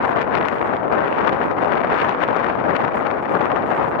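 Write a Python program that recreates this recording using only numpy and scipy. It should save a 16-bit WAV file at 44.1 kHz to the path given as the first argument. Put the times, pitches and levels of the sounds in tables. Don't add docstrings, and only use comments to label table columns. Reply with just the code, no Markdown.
import sys
import numpy as np
from scipy import signal
from scipy.fft import rfft, irfft, next_fast_len
from scipy.io import wavfile
from scipy.ndimage import uniform_filter1d, map_coordinates

SR = 44100
rng = np.random.default_rng(int(sys.argv[2]) if len(sys.argv) > 2 else 0)


def materialize(psi):
    bounded = np.clip(np.atleast_2d(psi).T, -1, 1)
    quanta = np.round(bounded * 32767).astype(np.int16)
    wavfile.write(sys.argv[1], SR, quanta)


def volts_from_decibels(level):
    exponent = np.asarray(level, float) / 20
    return 10 ** exponent


N = 176400

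# f/Hz, relative level per Hz/dB
LEFT_COLOUR = [(30, -2), (150, -1.5), (400, -2.5), (700, -2), (1100, -5.5), (1700, -13.5), (2500, -26),
               (3500, -39.5), (5000, -52), (7000, -64.5), (14000, -97)]
RIGHT_COLOUR = [(30, -2.5), (150, -0.5), (400, -3.5), (700, -5.5), (1100, -11), (1700, -21), (2500, -36),
                (3500, -52.5), (5000, -61), (7000, -74), (14000, -101)]
# t/s, left level/dB, right level/dB, left speed/octaves, right speed/octaves
GUST_TABLE = [(0.0, -17, -22, -0.032, 0.18), (0.08, -17, -25, 0.12, -0.061),
              (0.16, -16.5, -25, -0.16, 0.35), (0.24, -19.5, -25.5, -0.087, 0.19),
              (0.32, -18.5, -21.5, -0.064, -0.23), (0.4, -17.5, -21.5, -0.034, -0.063),
              (0.48, -19, -24, 0.067, -0.35), (0.56, -16.5, -24.5, -0.13, 0.014),
              (0.64, -18, -24, -0.16, 0.028), (0.72, -16, -22, -0.048, 0.07),
              (0.8, -17.5, -23, -0.044, -0.13), (0.88, -15.5, -22.5, -0.3, -0.075),
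              (0.96, -12, -20.5, -0.068, -0.36), (1.04, -17, -24, -0.0087, 0.22),
              (1.12, -19, -21.5, 0.12, -0.28), (1.2, -16.5, -20.5, 0.024, 0.069),
              (1.28, -15.5, -22.5, -0.051, -0.075), (1.36, -17.5, -24.5, -0.021, 0.12),
              (1.44, -18.5, -21.5, 0.012, -0.25), (1.52, -18, -21, -0.097, -0.25),
              (1.6, -17, -23, -0.15, -0.42), (1.68, -15.5, -22, 0.00083, -0.56),
              (1.76, -17, -22.5, 0.11, -0.0), (1.84, -17, -24.5, 0.033, -0.15),
              (1.92, -17.5, -20, 0.095, 0.12), (2.0, -20, -25.5, 0.4, 0.32),
              (2.08, -17.5, -23.5, 0.14, 0.24), (2.16, -20.5, -26.5, 0.065, 0.38),
              (2.24, -20, -24, 0.13, 0.13), (2.32, -17, -22.5, -0.089, -0.17), (2.4, -17.5, -26, 0.15, 0.1),
              (2.48, -17, -28, 0.091, 0.21), (2.56, -19.5, -24, -0.097, -0.049),
              (2.64, -15, -23, -0.14, -0.26), (2.72, -17.5, -22.5, -0.21, -0.02),
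              (2.8, -18, -26.5, 0.14, -0.1), (2.88, -15.5, -25.5, -0.01, 0.29),
              (2.96, -16, -25, -0.089, 0.13), (3.04, -19, -24, -0.15, 0.052),
              (3.12, -17.5, -24.5, -0.09, 0.11), (3.2, -17, -25, -0.17, -0.093),
              (3.28, -20, -22.5, -0.034, -0.31), (3.36, -11.5, -25.5, -0.27, 0.089),
              (3.44, -16, -24.5, -0.14, 0.25), (3.52, -18, -22.5, -0.15, 0.068),
              (3.6, -18, -24, 0.015, -0.28), (3.68, -17, -19.5, -0.07, -0.36),
              (3.76, -18.5, -26, -0.02, 0.27), (3.84, -15, -24, -0.11, -0.012),
              (3.92, -17, -21, -0.23, -0.27), (4.0, -13.5, -24, -0.15, 0.17)]
# t/s, half-length/s, extra level/dB, extra speed/octaves
LEFT_SURGE_TABLE = [(0.17, 0.0066, 3.5, 0.17), (0.205, 0.017, 2.5, 0.37), (0.259, 0.016, 0.5, -0.19),
                    (0.357, 0.021, 1.5, 0.26), (0.574, 0.017, -4, 0.079), (0.8, .02, -1.5, -0.25),
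                    (0.899, 0.014, -4, -0.16), (0.958, 0.014, -3.5, -0.026), (1.066, 0.02, 1.5, 0.021),
                    (1.277, 0.015, 2.5, .15), (1.552, 0.014, -1.5, -0.083), (1.827, 0.005, -8, -0.13),
                    (1.977, 0.028, 2, 0.059), (2.089, 0.013, 2.5, 0.093), (2.18, 0.014, 0.5, -.15),
                    (2.225, 0.011, 3, 0.19), (2.629, 0.0074, -3, -.12), (2.675, 0.0034, -2, -0.23),
                    (2.708, 0.0057, 4.5, 0.26), (2.745, 0.016, 3, -0.079), (2.764, .005, -0.5, 0.44),
                    (2.788, 0.0053, -3, -.15), (2.846, 0.0033, 2.5, 0.3), (2.909, 0.033, -2.5, -0.056),
                    (3.073, .015, -0.5, 0.28), (3.214, 0.0085, -3, -0.33), (3.385, .008, -7, -0.034),
                    (3.534, 0.0046, 0.5, -0.2), (3.655, .018, -1, -0.11), (3.909, 0.011, -4, -0.059)]
RIGHT_SURGE_TABLE = [(0.18, 0.017, 3, 0.076), (0.3, 0.014, -2.5, -0.11), (0.62, 0.016, -0.5, .2),
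                     (0.82, 0.011, -6.5, -0.23), (1.54, 0.015, -2.5, -0.16), (1.74, 0.018, -0.5, 0.22),
                     (2.5, 0.022, 1, .2), (2.62, 0.025, 0.5, -0.32), (2.82, 0.021, 6, -0.0063),
                     (3.03, 0.027, -2, -0.18), (3.41, 0.029, 0, .15), (3.65, 0.035, 1.5, -0.31),
                     (3.78, 0.022, 2, 0.1)]
SPEED_CHANGES = [(24.66, 0.02, 0.035), (59.94, .055, 0.06), (149.7, 0.08, 0.05), (500, 0.13, .09)]
# random points per second, left/dB, right/dB
STRENGTH_CHANGES = [(29.43, -0.92, 0.2), (81, 1, 1.6), (301.2, 1.16, 2), (1500, 1.04, 2)]
# t/s, extra speed/octaves, peak level/dB
LEFT_SHARP_EDDIES = [(0.131, 0.5, -12.5), (0.169, 0.38, -7), (0.192, 0.31, -7.5), (0.214, 0.49, -8.5),
                     (0.219, 0.94, -8.5), (0.229, 0.89, -15), (0.276, 0.61, -14), (0.343, 0.44, -15),
                     (0.352, 0.82, -12.5), (0.376, 1, -16), (0.385, 0.58, -3), (0.4113, 0.72, -13.5),
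                     (0.4275, 0.55, -13), (0.458, 0.5, -4.5), (0.485, 0.54, -2), (0.8808, 0.35, -8.5),
                     (0.952, 0.27, -4.5), (1.1269, 0.55, -6), (1.2105, 0.37, -8), (1.2736, 0.54, -11),
                     (1.2937, 0.43, -9), (1.33, 0.55, -10), (1.337, 0.5, -11), (1.5131, 0.62, -8),
                     (1.6358, 0.41, -8.5), (1.7095, 0.12, -16), (1.7704, 0.28, -6.5), (1.9777, 0.33, -7.5),
                     (1.9874, 0.32, -16.5), (2, 0.5, -8.5), (2.0168, 0.25, -7.5), (2.0929, 0.24, -1),
                     (2.11, 0.77, -13), (2.127, 0.35, -15), (2.23, 0.25, -10.5), (2.2376, 0.32, -8),
                     (2.2477, 0.33, -13), (2.257, 0.32, -26), (2.287, 0.31, -5), (2.365, 0.47, -10),
                     (2.37, 0.41, -12), (2.602, 0.41, -12), (2.675, 0.5, -20), (2.7205, 0.4, -12),
                     (2.7552, 0.7, -11), (2.7623, 0.35, -9), (2.766, 0.4, -5.5), (2.806, 0.35, -16.5),
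                     (2.821, 0.44, -17), (2.849, 0.35, -3.5), (3.1042, 0.46, -5), (3.112, 0.33, -15),
                     (3.3525, 0.29, -5), (3.3708, 0.49, -10), (3.4101, 0.46, -5.5), (3.4161, 0.46, -6),
                     (3.4562, 0.8, -5), (3.5175, 0.77, -9.5), (3.562, 0.38, -1.5), (3.608, 0.66, -22)]
RIGHT_SHARP_EDDIES = [(0.1659, 0.6, -11), (0.1732, 0.84, -13), (0.412, 0.47, -8), (0.4323, 0.3, -22),
                      (0.615, 1, -12), (0.6265, 0.61, -16.5), (0.6795, 0.63, -29), (0.7046, 0.69, -14),
                      (0.767, 0.87, -12), (0.925, 0.59, -7), (0.9586, 0.28, -13), (1.1155, 0.86, -15),
                      (1.1755, 0.75, -12), (1.216, 0.62, -13.5), (1.4638, 0.64, -15), (1.5848, 0.45, -7.5),
                      (1.6467, 0.49, -9), (1.7539, 0.9, -14.5), (2.002, 0.66, -18), (2.022, 1, -22),
                      (2.047, 1, -12.0), (2.1484, 0.48, -8), (2.1536, 0.58, -23), (2.272, 0.9, -21),
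                      (2.2795, 0.75, -10.5), (2.281, 0.64, -20), (2.3937, 0.38, -10), (2.4119, 0.38, -7.5),
                      (2.4784, 0.3, -12), (2.4888, 0.55, -18), (2.4992, 0.6, -8.5), (2.505, 0.6, -26),
                      (2.6518, 0.3, -10.5), (2.6665, 0.43, -10), (2.806, 0.23, -4.5), (2.9723, 0.35, -2.5),
                      (3.328, 0.5, -12), (3.365, 0.36, -10.5), (3.392, 0.55, -23), (3.4115, 0.49, -14),
                      (3.468, 0.36, -16), (3.5465, 0.48, -22), (3.549, 0.45, -16.5), (3.7047, 0.67, -8),
                      (3.7674, 0.52, -6.5), (3.7775, 0.99, -19), (3.798, 0.46, -11), (3.816, 0.5, -12),
                      (3.871, 0.34, -10), (3.915, 0.58, -9)]
# start t/s, length/s, level/dB
HISS_PATCHES = [(0.03, 0.09, -69.5), (0.364, .04, -72.5), (0.439, 0.041, -71.5), (0.503, .2, -69),
                (0.735, 0.055, -76.5), (1.076, 0.087, -72.5), (1.313, .1, -72.5), (1.428, 0.066, -71),
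                (1.568, .1, -72.5), (1.723, 0.035, -70.5), (2.016, 0.086, -72), (2.683, .15, -73.5),
                (2.94, .06, -64.5), (2.995, 0.038, -79), (3.12, 0.062, -75.5), (3.211, 0.036, -70.5),
                (3.29, 0.12, -71), (3.41, 0.045, -72.5), (3.658, .14, -66.5), (3.829, 0.1, -65.5)]
# f/Hz, relative level per Hz/dB
WATER_COLOUR = [(1500, -6), (4000, -2), (7000, 0), (9000, -2), (11000, -4), (13000, -6), (15800, -10)]
# t/s, starting level before colouring/dB
DROPLETS = [(0.4644, -74), (0.615, -56.5), (2.9605, -38.5), (3.69, -46.5), (3.891, -58)]

# number per second, largest spike/dB, most extra speed/octaves
SPITS_PER_S, SPIT_DB, SPIT_OCTAVES = [420, 400], [16.5, 18], [0.38, 0.49]


def port(side, spectrum, surge_rows, eddy_rows):
    db_per_octave = 4
    flutter_top = 0.4
    level_db, speed = curves(GUST_TABLE)[side::2]
    surge_db, surge_speed = surges(surge_rows)
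    spikes, hurry = spits(side)
    pulses, lift = sharp_eddies(eddy_rows, spectrum)

    chance = hurry + sum(row[1 + side] * wobble(row[0]) for row in SPEED_CHANGES)
    flutter = flutter_top * np.tanh(chance / flutter_top) + lift
    lumps_db = sum(row[1 + side] * wobble(row[0]) for row in STRENGTH_CHANGES)

    air = rng.standard_normal(N) + spikes
    air = air * volts_from_decibels(lumps_db + db_per_octave * flutter)
    coloured = sliding(air, spectrum, speed + surge_speed + flutter)
    rumble = unit(filtered(coloured, low_cut))
    return volts_from_decibels(level_db + surge_db) * rumble + pulses


def sharp_eddies(rows, spectrum):
    hurry_s, hurry_share = 0.0014, 0.24
    tail_s, tail_share = 0.001, 0.25
    pulses, lift = np.zeros(N), np.zeros(N)
    k = np.arange(-256, 256)
    hz = np.fft.rfftfreq(512, 1 / SR)
    for s, octaves, db in rows:
        at = round(s * SR) + k
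        lift[at] += hurry_share * octaves * np.exp(-0.5 * (k / SR / hurry_s) ** 2)
        colour = volts_from_decibels(along(spectrum, hz / 2 ** octaves)) * abs(low_cut(hz)) ** 2
        shape = np.hanning(len(k)) * np.fft.fftshift(irfft(colour))
        spike = rng.choice([-1, 1]) * (k == 0)
        fading = (k > 0) * np.exp(-abs(k) / SR / tail_s)
        tail = tail_share * rng.standard_normal(len(k)) * fading
        burst = np.convolve(shape, spike + tail)[256:768]
        pulses[at] += volts_from_decibels(db) * burst / abs(burst).max()
    return pulses, lift


def spits(side):
    size_range_db, hurry_s = 14.5, 0.00034
    when, size, quick, sign = rng.random((4 * SPITS_PER_S[side], 4)).T
    at = (when * N).astype(int)
    height = np.sign(sign - 0.5) * volts_from_decibels(SPIT_DB[side] - size_range_db * size)
    spikes = np.bincount(at, height, N)
    hurry = np.bincount(at, SPIT_OCTAVES[side] * quick ** 2, N)
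    k = np.arange(-200, 201) / SR
    hump = np.exp(-0.5 * (k / hurry_s) ** 2)
    return spikes, np.convolve(hurry, hump, "same")


def surges(rows):
    s, half, db, octaves = np.transpose(rows)[:, :, None]
    coarse = np.arange(0, N, 32)
    hump = np.exp(-0.5 * ((coarse / SR - s) / half) ** 2)
    return [np.interp(np.arange(N), coarse, (v * hump).sum(0)) for v in (db, octaves)]


def sliding(x, spectrum, octaves):
    m = next_fast_len(N)
    z = rfft(x, m)
    at = np.log2(np.fft.rfftfreq(m, 1 / SR) + 1)
    grid = np.arange(0, 18, 0.02)
    table = along(spectrum, 2 ** grid)
    table = uniform_filter1d(uniform_filter1d(table, size=15), size=15)
    out = np.zeros(N)
    for c in np.arange(4.5, 14.4, 0.3):
        band = np.cos(np.pi / 2 * np.clip((at - c) / 0.3, -1, 1)) ** 2
        gain = volts_from_decibels(np.interp(c - octaves, grid, table))
        out += irfft(z * band, m)[:N] * gain
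    return out


def low_cut(hz):
    first_hz, second_hz = 344, 63
    first = 1j * hz / (first_hz + 1j * hz)
    second = 1j * hz / (second_hz + 1j * hz)
    return first * second


def water():
    alike, grain_db = 0.49, 2.5
    shared, own = rng.standard_normal(N), rng.standard_normal((2, N))
    foam = np.sqrt(alike) * shared + np.sqrt(1 - alike) * own
    foam = foam * volts_from_decibels(grain_db * (wobble(490) + wobble(30)))
    hiss = hiss_level() * unit(filtered(foam, water_colour))
    return hiss + filtered(droplets(), water_colour)


def hiss_level():
    bed_db, edge_s = -83, 0.012
    t = np.arange(N) / SR
    gain = volts_from_decibels(bed_db)
    for s, length, db in HISS_PATCHES:
        inside = np.minimum(t - s, s + length - t)
        gain = gain + volts_from_decibels(db) * np.clip(inside / edge_s + 0.5, 0, 1) ** 2
    return gain


def droplets():
    t60 = 0.004
    ticks, t = np.zeros(N), np.arange(400) / SR
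    for s, db in DROPLETS:
        burst = volts_from_decibels(db - 60 * t / t60) * rng.standard_normal(len(t))
        ticks[round(s * SR):][:len(t)] += burst
    return ticks


def water_colour(hz):
    return volts_from_decibels(along(WATER_COLOUR, hz)) * hz ** 2 / (hz ** 2 + 1500 ** 2)


def unit(x):
    return x / np.sqrt(np.mean(x ** 2) + 1e-20)


def along(points, hz):
    f, v = np.transpose(points)
    return np.interp(np.log(hz + 1), np.log(f + 1), v)


def curves(rows):
    s, *cols = np.transpose(rows)
    return [np.interp(np.arange(N) / SR, s, c) for c in cols]


def wobble(rate):
    knots = rng.standard_normal(8192)
    return map_coordinates(knots, [np.arange(N) * rate / SR], mode="mirror")


def filtered(x, response):
    m = next_fast_len(N + SR // 4)
    return irfft(rfft(x, m) * response(np.fft.rfftfreq(m, 1 / SR)), m)[..., :N]


def scene():
    left = port(0, LEFT_COLOUR, LEFT_SURGE_TABLE, LEFT_SHARP_EDDIES)
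    right = port(1, RIGHT_COLOUR, RIGHT_SURGE_TABLE, RIGHT_SHARP_EDDIES)
    return np.array([left, right]) + water()


def roll_off(x):
    return signal.sosfilt(signal.butter(12, 15800, fs=SR, output="sos"), x)


def record(dry):
    capsule_top, fade_s = 0.8, 0.004
    rounded = dry / (1 + abs(dry / capsule_top) ** 4) ** 0.25
    fade = np.minimum(np.arange(N) / SR / fade_s, 1) ** 2
    return roll_off(rounded * fade)


dry = scene()
out = record(dry)
materialize(out)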